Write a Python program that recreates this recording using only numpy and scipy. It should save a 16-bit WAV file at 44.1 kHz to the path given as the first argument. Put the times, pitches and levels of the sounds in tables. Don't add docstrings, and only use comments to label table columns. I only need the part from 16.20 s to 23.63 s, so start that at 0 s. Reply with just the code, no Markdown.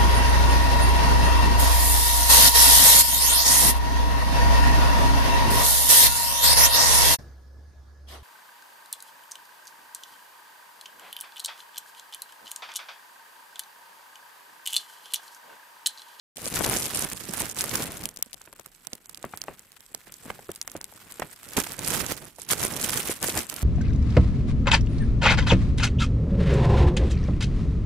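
import sys
import numpy as np
from scipy import signal
from scipy.fft import rfft, irfft, next_fast_len
from scipy.io import wavfile
from scipy.ndimage import uniform_filter1d, map_coordinates

SR = 44100
rng = np.random.default_rng(int(sys.argv[2]) if len(sys.argv) > 2 else 0)


def field_ratio(decibels):
    return 10 ** (np.asarray(decibels, dtype=float) / 20)


def file_out(sig):
    cols = np.atleast_2d(sig).T
    lim = np.clip(cols, -1, 1)
    pcm = np.round(lim * 32767).astype(np.int16)
    wavfile.write(sys.argv[1], SR, pcm)


N = 327663

# freq_hz, density_db
CREASE = [(1500, -14.5), (3000, -6.5), (4300, -7.5), (7500, -2.5), (9300, -1.5), (11600, -2), (15200, -19),
          (16000, -49), (17000, -40)]
# freq_hz, density_db
RUSTLE = [(300, -38), (800, -6.5), (1500, -2.5), (2800, -6.5), (5000, -10), (9000, -11)]
# start_s, peak_db, pitch_hz, left_minus_right_db
POPS_HELD = [(2.141, -39.5, 812, 11), (2.2125, -40.5, 820, 4), (2.3278, -36, 820, 3),
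             (2.3944, -35.5, 736, 9), (2.459, -38, 1100, -8), (2.6694, -36, 1110, -10),
             (2.7293, -27.5, 430, -4), (2.857, -45, 1250, -6), (2.893, -37.5, 1660, -7),
             (3.0414, -15.5, 1010, 2.5), (3.1361, -22.5, 870, 1.5), (3.2378, -34, 865, -7),
             (3.7458, -29, 800, -4.5), (3.895, -35.5, 1400, -1), (4.101, -22, 765, 1),
             (4.19, -29.5, 770, 0), (4.4767, -23, 1580, -3), (4.5155, -42, 1700, -10),
             (4.6095, -31, 1560, 4), (4.9955, -19, 534, -3.5), (5.0199, -13, 964, 2)]
# start_s, peak_db, pitch_hz, left_minus_right_db
POPS_SLACK = [(0.4577, -20.5, 637, 15), (2.2732, -37, 730, 0), (3.2819, -17.5, 714, 1.5),
              (3.8705, -41, 370, -8), (4.0533, -32.5, 374, 1), (4.2912, -20, 460, 0),
              (4.5518, -22, 486, -.5), (4.7236, -36, 766, 3), (6.1846, -32, 686, -1),
              (6.3017, -23, 1560, 11), (7.1704, -16.5, 700, -1), (7.3252, -35.5, 760, -16)]


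def crumpling():
    # freq_hz, density_db
    panel_spectrum = [(8, -60), (30, -8), (135, 0), (300, -3.5), (600, -8), (1200, -14.5), (2500, -18),
                      (7000, -46)]
    # freq_hz, gain_db
    held_spectrum = [(1500, -4.5), (4500, -2), (6300, -7), (8000, 4.5), (9800, -7.5), (12000, 4),
                     (14000, -1.5)]
    # time_s, left_minus_right_db
    hand_side = [(0.3, 2.5), (1.0, -5.5), (1.7, 0), (2.4, -1.5), (3.1, -0.6), (3.8, -1.5), (4.5, -0.2),
                 (5.2, -3.0), (5.9, -7.5), (6.6, -4), (7.3, -1.5)]
    flex_lingers = 1.344
    jerk_db = 1.25 * wobble(30) + 1.37 * wobble(75)
    held = grip()

    creases = swarm(CREASE, 700, 4.5, alike=0.05, smooth=0.3, clump_db=3.0, clump_rate=160)
    creases = patchy(creases, depth_db=3.5)
    tugged = effort(over_share=0, over_db=0, lingers=0.91) * creases
    crackle = field_ratio(2.5 + jerk_db) * (tugged + held * coloured(creases, held_spectrum))

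    rubbing = np.hypot(effort(over_share=0.47, over_db=-1.5, lingers=np.sqrt(flex_lingers)), held * field_ratio(1.5))
    rubs = swarm(RUSTLE, 500, 4.0, alike=0.54, smooth=0.99, clump_db=3.4, clump_rate=90)
    rustle = rubbing * field_ratio(2.5 + 0.79 * jerk_db) * rubs

    start_s, peak_db, _, pan_db = np.concatenate([POPS_HELD, POPS_SLACK]).T
    sway = np.hypot(effort(over_share=1, over_db=0, lingers=flex_lingers), held * field_ratio(-5))
    sway = sway + settling(start_s, peak_db - 26.5, pan_db, t60=0.15)
    bends = swarm(panel_spectrum, 500, 0.88, alike=0.68, smooth=1.23, clump_db=2.16, clump_rate=40, roam_db=1.5)
    flex = sway * field_ratio(2.0 + 0.27 * jerk_db) * bends

    side_db = np.interp(np.arange(N) / SR, *np.transpose(hand_side))
    return sides(side_db) * (crackle + rustle + flex)


def effort(over_share, over_db, lingers):
    # peak_s, crackle_db, rise_s, fall_s, flex_over_crackle_db
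    drawing = [(.19, -49, 0.14, .2, -11), (.264, -42, 0.14, 0.43, -1.5), (.359, -34.5, 0.054, 0.45, 4),
               (.469, -28.5, 0.27, 0.11, -10), (.564, -27.5, 0.22, 0.075, -8.5),
               (.663, -32, .4, 0.045, -24), (.748, -31.5, 0.11, 0.37, -13.5),
               (.853, -34, 0.25, 0.025, -0.5), (.933, -37, 0.099, 0.018, -5.5),
               (1.003, -39, 0.024, 0.22, -7.5), (1.098, -39.5, 0.046, .3, -9), (1.207, -30, 0.13, .13, -9),
               (1.307, -42.5, 0.16, 0.059, -4.5), (1.392, -32.5, 0.066, 0.44, -10),
               (1.556, -34.5, 0.13, 0.31, -3), (1.846, -47, 1, 0.075, 2.5), (4.09, -62.5, 0.094, 0.11, 15),
               (5.3, -56.5, 0.081, .1, 5.5)]
    # peak_s, crackle_db, rise_s, fall_s, flex_over_crackle_db
    lifting = [(5.373, -23.5, 0.01, 0.084, -4), (5.522, -42.5, .15, 0.043, -2.5),
               (5.592, -47.5, 0.011, 0.033, 8), (5.659, -33.5, 0.046, 0.52, -14),
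               (5.772, -32, 0.24, 0.2, -1), (5.917, -27, 0.067, 0.024, -8), (5.975, -57, 0.023, 0.074, 5),
               (6.021, -52.5, 0.037, 0.11, 6.5), (6.189, -42, 0.015, 0.12, -21.5),
               (6.32, -19.5, 0.04, 0.059, -15), (6.45, -27.5, 0.15, 0.071, -6.5),
               (6.645, -31.5, 0.35, 0.3, -4.5), (6.764, -30, 0.19, 0.25, -10),
               (6.92, -25.5, 0.14, 0.044, -13), (7.039, -32.5, 0.027, 0.053, 0.5),
               (7.087, -27, 0.083, .065, -11.5), (7.189, -28.5, 0.11, 0.081, -4.5),
               (7.423, -40, 0.22, 0.26, -5)]
    swell_db = 28
    rounded = 1.118
    t = np.arange(0, N / SR + .01, .001)
    peak_s, crackle_db, rise_s, fall_s, flex_db = np.concatenate([drawing, lifting]).T[..., None]
    before = (peak_s - t) / np.maximum(rise_s, .003)
    after = (t - peak_s) / np.maximum(fall_s, .003)
    away = np.maximum(before, after) / lingers
    tug_db = crackle_db + over_share * flex_db + over_db - swell_db * away ** rounded
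    power = (field_ratio(tug_db) ** 2).sum(axis=0)
    return np.interp(np.arange(N) / SR, t, np.sqrt(power))


def grip():
    # time_s, crackle_db
    restless = [(0, -69), (1.93, -63), (2.74, -64), (2.84, -64), (3.19, -57), (3.43, -63), (3.96, -61),
                (4.11, -54), (4.25, -58.5), (4.67, -61), (4.92, -52.5), (5.08, -55.5), (5.22, -56),
                (5.35, -49), (5.6, -55), (6.15, -90), (7.43, -48)]
    return field_ratio(np.interp(np.arange(N) / SR, *np.transpose(restless)))


def swarm(spectrum, per_s, size_db, alike, smooth, clump_db, clump_rate, roam_db=4.5):
    fires = rng.random(N) < per_s / SR
    sizes = fires * field_ratio(size_db * np.minimum(rng.exponential(size=N), 3.0))
    life = np.exp(-np.arange(80) / 14.9)
    gate = unit(signal.fftconvolve(sizes, life)[:N]) + smooth
    turn = np.arccos(np.clip(alike, 0, 1)) / 2
    mid, side = rng.standard_normal((2, N)) * [[np.cos(turn)], [np.sin(turn)]]
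    noise = np.array([mid + side, mid - side])
    clumps = field_ratio(clump_db * wobble(clump_rate))
    nearer = sides(roam_db * wobble(90))
    return coloured(gate * clumps * nearer * noise, spectrum)


def patchy(x, depth_db):
    z = signal.stft(x, nperseg=128)[2]
    field = uniform_filter1d(rng.standard_normal(z.shape[1:]), size=9, axis=0)
    field = uniform_filter1d(field, size=2, axis=1)
    return unit(signal.istft(z * field_ratio(depth_db * unit(field)), nperseg=128)[1][:, :N])


def snaps():
    # start_s, peak_db, left_minus_right_db
    drawn_snaps = [(.1608, -37, 11), (.1698, -18, -1), (.1823, -31, -10), (.2183, -19, -13.5),
                   (.257, -9, 0), (.3012, -16, -1), (.3515, -21, -11), (.3565, -12.5, 6), (.8444, -11, -1),
                   (.9003, -17, -1), (.9322, -13.5, -9), (1.0042, -28, -3), (1.0534, -22, -4),
                   (1.137, -14.5, -18), (1.3466, -20, -2), (1.3882, -10.5, -2), (1.4089, -2.5, 4),
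                   (1.4406, -8, -10.5), (1.8558, -4, -3), (1.8897, -16.5, -4), (1.962, -24, 2),
                   (1.972, -17, 5), (1.989, -29, 11), (2.026, 1.5, -1)]
    # start_s, peak_db, left_minus_right_db
    settling_snaps = [(2.0607, -36, -9), (2.138, -23, 1.5), (2.2163, -28, -8), (2.2593, -33.5, -12),
                      (2.328, -28.5, 5), (2.3968, -22.5, 2), (2.461, -26.5, -6), (2.5489, -37, -10),
                      (2.6704, -21.5, -10.5), (2.7328, -14, -8.5), (2.753, -23.5, -3), (2.858, -25, 0),
                      (2.895, -31.5, -18.5), (3.0277, -26, -10), (3.0508, -31, 0), (3.125, -36.5, 16),
                      (3.174, -22.5, -12), (3.239, -20.5, -3), (3.394, -29, -6), (3.519, -28, -8),
                      (3.6061, -33, -7), (3.6633, -34, -1), (3.7479, -9.5, -4.5)]
    # start_s, peak_db, left_minus_right_db
    shifting_snaps = [(3.922, -22, 2), (3.9407, -23.5, -11), (4.193, -32, 8), (4.2448, -38, -3),
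                      (4.3031, -31.5, -6), (4.3169, -18.5, 1), (4.35, -27, -4), (4.3596, -18.5, 0),
                      (4.4145, -8.5, -2), (4.4262, -23.5, 7), (4.477, -14, -2), (4.4987, -27.5, -11),
                      (4.517, -21.5, -11), (4.566, -24, -4), (4.574, -31, 0), (4.6133, -17, -4),
                      (4.643, -15.5, 4), (4.7377, -31.5, -5), (4.922, -20, 4), (4.9978, -15, -12),
                      (5.1613, -35, 10), (5.2317, -31, -8), (5.2884, -26, 2), (5.335, -19.5, 10)]
    # start_s, peak_db, left_minus_right_db
    lifting_snaps = [(5.3682, -4.5, -13), (5.438, -17.5, -9), (5.471, -14.5, -8), (5.4942, -24, -7),
                     (5.52, -15, -3), (5.592, -13, 1), (5.6344, -16, -8), (5.6479, -10.5, -7),
                     (5.8642, -8.5, -7), (5.9673, -24, -1), (6.2964, -14, 0), (6.3112, -6, 19),
                     (6.8312, -17, 4), (6.918, -15, -1.5), (6.9707, -35, -2), (7.0283, -3.5, 5),
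                     (7.0423, -11, 11), (7.095, -15, 9), (7.1232, -16, 0), (7.2983, -13, -15),
                     (7.3265, -20, -11), (7.341, -18, -15), (7.3632, -23.5, -17)]
    # start_s, peak_db, left_minus_right_db
    thick_snaps = [
        (2.131, -17.5, 4.5),
        (2.143, -22, 8.5),
        (2.9462, -25, -9),
        (2.974, -25.5, -10),
        (3.2168, -14, -10),
        (4.1056, -30, -11),
        (5.02, -26, 3),
    ]
    groups = [drawn_snaps, settling_snaps, shifting_snaps, lifting_snaps, thick_snaps]
    start_s, peak_db, pan_db = np.concatenate(groups).T
    count = len(start_s)
    thick = np.arange(count) >= count - len(thick_snaps)

    pitch_hz = 8620 * np.exp(0.14 * rng.standard_normal(count))
    pitch_hz = pitch_hz * 0.64 ** thick * field_ratio(-0.0441 * (peak_db + 16.5))
    length_s = 0.000826 * field_ratio(-.25 * (peak_db + 21))
    events = np.transpose([start_s, peak_db, pitch_hz, pan_db])
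    cracks = buckles(events, length_s, cycles=0.5, spread=0.29, fall=0.12, alike=0.65, gain_db=-4.5, count=5)

    tear_db = -33 + 0.68 * (peak_db + 20.5)
    tearing = swarm(CREASE, 3000, 3.8, alike=0.18, smooth=0.46, clump_db=1.0, clump_rate=300)
    return settling(start_s, tear_db, pan_db, t60=0.012) * tearing + cracks


def pops():
    # start_s, peak_db, pitch_hz, left_minus_right_db
    tugged_pops = [(.181, -32.5, 528, -10), (.264, -24, 428, -10), (.4062, -18, 428, 15),
                   (1.0883, -23.5, 295, -3), (1.1361, -25, 950, -13), (1.21, -21.5, 574, -3),
                   (1.4393, -21.5, 1250, -9), (1.9881, -36, 465, -3), (2.0238, -36, 1530, 7),
                   (2.062, -43, 290, -12), (5.2295, -38, 1080, -13), (5.3785, -12, 454, -3),
                   (5.4673, -20, 1310, -5), (5.916, -19, 630, -7), (6.3303, -17, 670, -2),
                   (6.893, -16, 556, -2), (7.0861, -17.5, 472, 4)]
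    events = np.concatenate([tugged_pops, POPS_HELD, POPS_SLACK])
    start_s, peak_db, pitch_hz, pan_db = events.T
    shuffling = swarm(RUSTLE, 1500, 6.0, alike=0.63, smooth=0.69, clump_db=6.6, clump_rate=200)
    shuffle = settling(start_s, peak_db - 8.5, pan_db, t60=0.036) * shuffling

    slack = np.arange(len(events)) >= len(events) - len(POPS_SLACK)
    length_s = 0.00286 + 4.07 / pitch_hz + 0.0108 * slack
    flips = buckles(events, length_s, cycles=0.55, spread=0.532, fall=0.34, alike=0.947, gain_db=-4.0, count=12)
    panel_band = signal.butter(3, [130, 2800], "band", fs=SR, output="sos")
    return signal.sosfilt(panel_band, shuffle + flips)


def buckles(events, lengths_s, cycles, spread, fall, alike, gain_db, count):
    out = np.zeros((2, N + SR))
    lucks = rng.standard_normal((len(events), 4, count))
    for (start_s, peak_db, pitch_hz, pan_db, *_), length, luck in zip(events, lengths_s, lucks):
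        t = np.arange(int((4 * length + 40 / pitch_hz) * SR)) / SR
        late = np.abs(luck[0]) * (np.arange(count) > 0)
        apart = np.linspace(-1.5, 1.5, count)[np.argsort(luck[1])]
        slip_hz = np.clip(pitch_hz * np.exp(spread * apart - fall * (late - .6)), 170, 12500)
        size = field_ratio(2.0 * luck[2] - 13.2 * late - 2.5 * apart ** 2)
        turns = np.clip(t - 0.5416 * length * late[:, None], 0, None) * slip_hz[:, None]
        shape = size[:, None] * turns * np.exp(-turns / cycles)
        skew = (1 - np.clip(alike, 0, 1)) * luck[3]
        ports = [shape * np.sin(2 * np.pi * (turns + side * skew[:, None])) for side in (.5, -.5)]
        pair = np.array(ports).sum(axis=1)
        peak = np.sqrt(np.mean(pair ** 2, axis=0).max())
        out[:, round(start_s * SR):][:, :len(t)] += field_ratio(peak_db + gain_db) * sides(pan_db)[:, None] * pair / peak
    return out[:, :N]


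def settling(times, levels_db, pans_db, t60):
    kicks = np.zeros((2, N + SR))
    kicks[:, np.round(times * SR).astype(int)] = field_ratio(levels_db) * sides(pans_db)
    return signal.lfilter([1], [1, -field_ratio(-60 / (t60 * SR))], kicks)[:, :N]


def air():
    # freq_hz, density_db
    air_spectrum = [(15, -30), (28, 31), (190, -5), (600, -11), (1500, 4.5), (3500, -15), (6400, -36),
                    (7900, -22), (9600, -52), (11700, -6), (15200, -14), (16500, -32)]
    a, b = rng.standard_normal((2, N))
    ports = np.array([a + 0.33 * b, a - 0.35 * b])
    return field_ratio(-72.5 + 1.2 * wobble(58)) * coloured(ports, air_spectrum)


def unit(x):
    return x / np.sqrt(np.mean(x ** 2) + 1e-20)


def wobble(rate):
    knots = rng.standard_normal(int(N * rate / SR) + 4)
    return map_coordinates(knots, [np.arange(N) * rate / SR])


def coloured(x, points):
    m = next_fast_len(N + 8192)
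    hz, db = np.transpose(points)
    bins = np.log(np.fft.rfftfreq(m, 1 / SR) + 1)
    gain = field_ratio(np.interp(bins, np.log(hz), db))
    return unit(irfft(rfft(x, m) * gain, m)[..., :N])


def sides(pan_db):
    return field_ratio(np.array([pan_db, -pan_db]) / 2)


def scene():
    return crumpling() + snaps() + pops() + air()


def starved(x, deep_db, faint_db, sudden_db, quiet_db):
    treble_hz, top_hz = 3600, 15650
    hz, _, z = signal.stft(x, SR, nperseg=256)
    frames = z.shape[2] // 8 * 8
    power = np.abs(z[0, :, :frames]) ** 2 + np.abs(z[1, :, :frames]) ** 2
    bands = np.repeat(power[:126].reshape(21, 6, -1).mean(axis=1), 6, axis=0)
    cells = np.pad(bands, ((0, 3), (0, 0))).reshape(len(hz), -1, 8)
    high = cells[(hz > treble_hz) & (hz < top_hz)]
    treble = high.sum(axis=0)
    usual = np.median(treble, axis=1)
    sudden = treble.max(axis=1) > usual * field_ratio(2 * sudden_db)
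    startled = (sudden | np.roll(sudden, -1)) & (usual < field_ratio(2 * quiet_db))
    faint = startled[:, None] & (cells < np.median(high, axis=(0, 2))[:, None] * field_ratio(-2 * faint_db))
    buried = cells < cells.max(axis=2, keepdims=True) * field_ratio(-2 * deep_db)
    click = sudden[:, None] & (treble > treble.max(axis=1, keepdims=True) / 10)
    bin_hz = hz[:, None, None]
    top = (bin_hz > top_hz) & ~click | (bin_hz > 16800)
    lost = ((faint | buried) & (bin_hz > treble_hz) | top).reshape(len(hz), -1)
    kept = ~np.pad(lost, ((0, 0), (0, z.shape[2] - frames)))
    return signal.istft(z * kept, SR, nperseg=256)[1][:, :N]


def band_limit(x):
    return signal.sosfilt(signal.butter(12, 16840, fs=SR, output="sos"), x)


def record(dry):
    opened = dry * (np.arange(N) > 0.157 * SR)
    steady = signal.sosfilt(signal.butter(2, 22, "high", fs=SR, output="sos"), opened)
    rounded = steady / (1 + np.abs(steady / .7) ** 4) ** (1 / 4)
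    mix = starved(rounded, deep_db=29.5, faint_db=2.0, sudden_db=11.0, quiet_db=-41)
    return band_limit(mix)


dry = scene()
out = record(dry)
file_out(out)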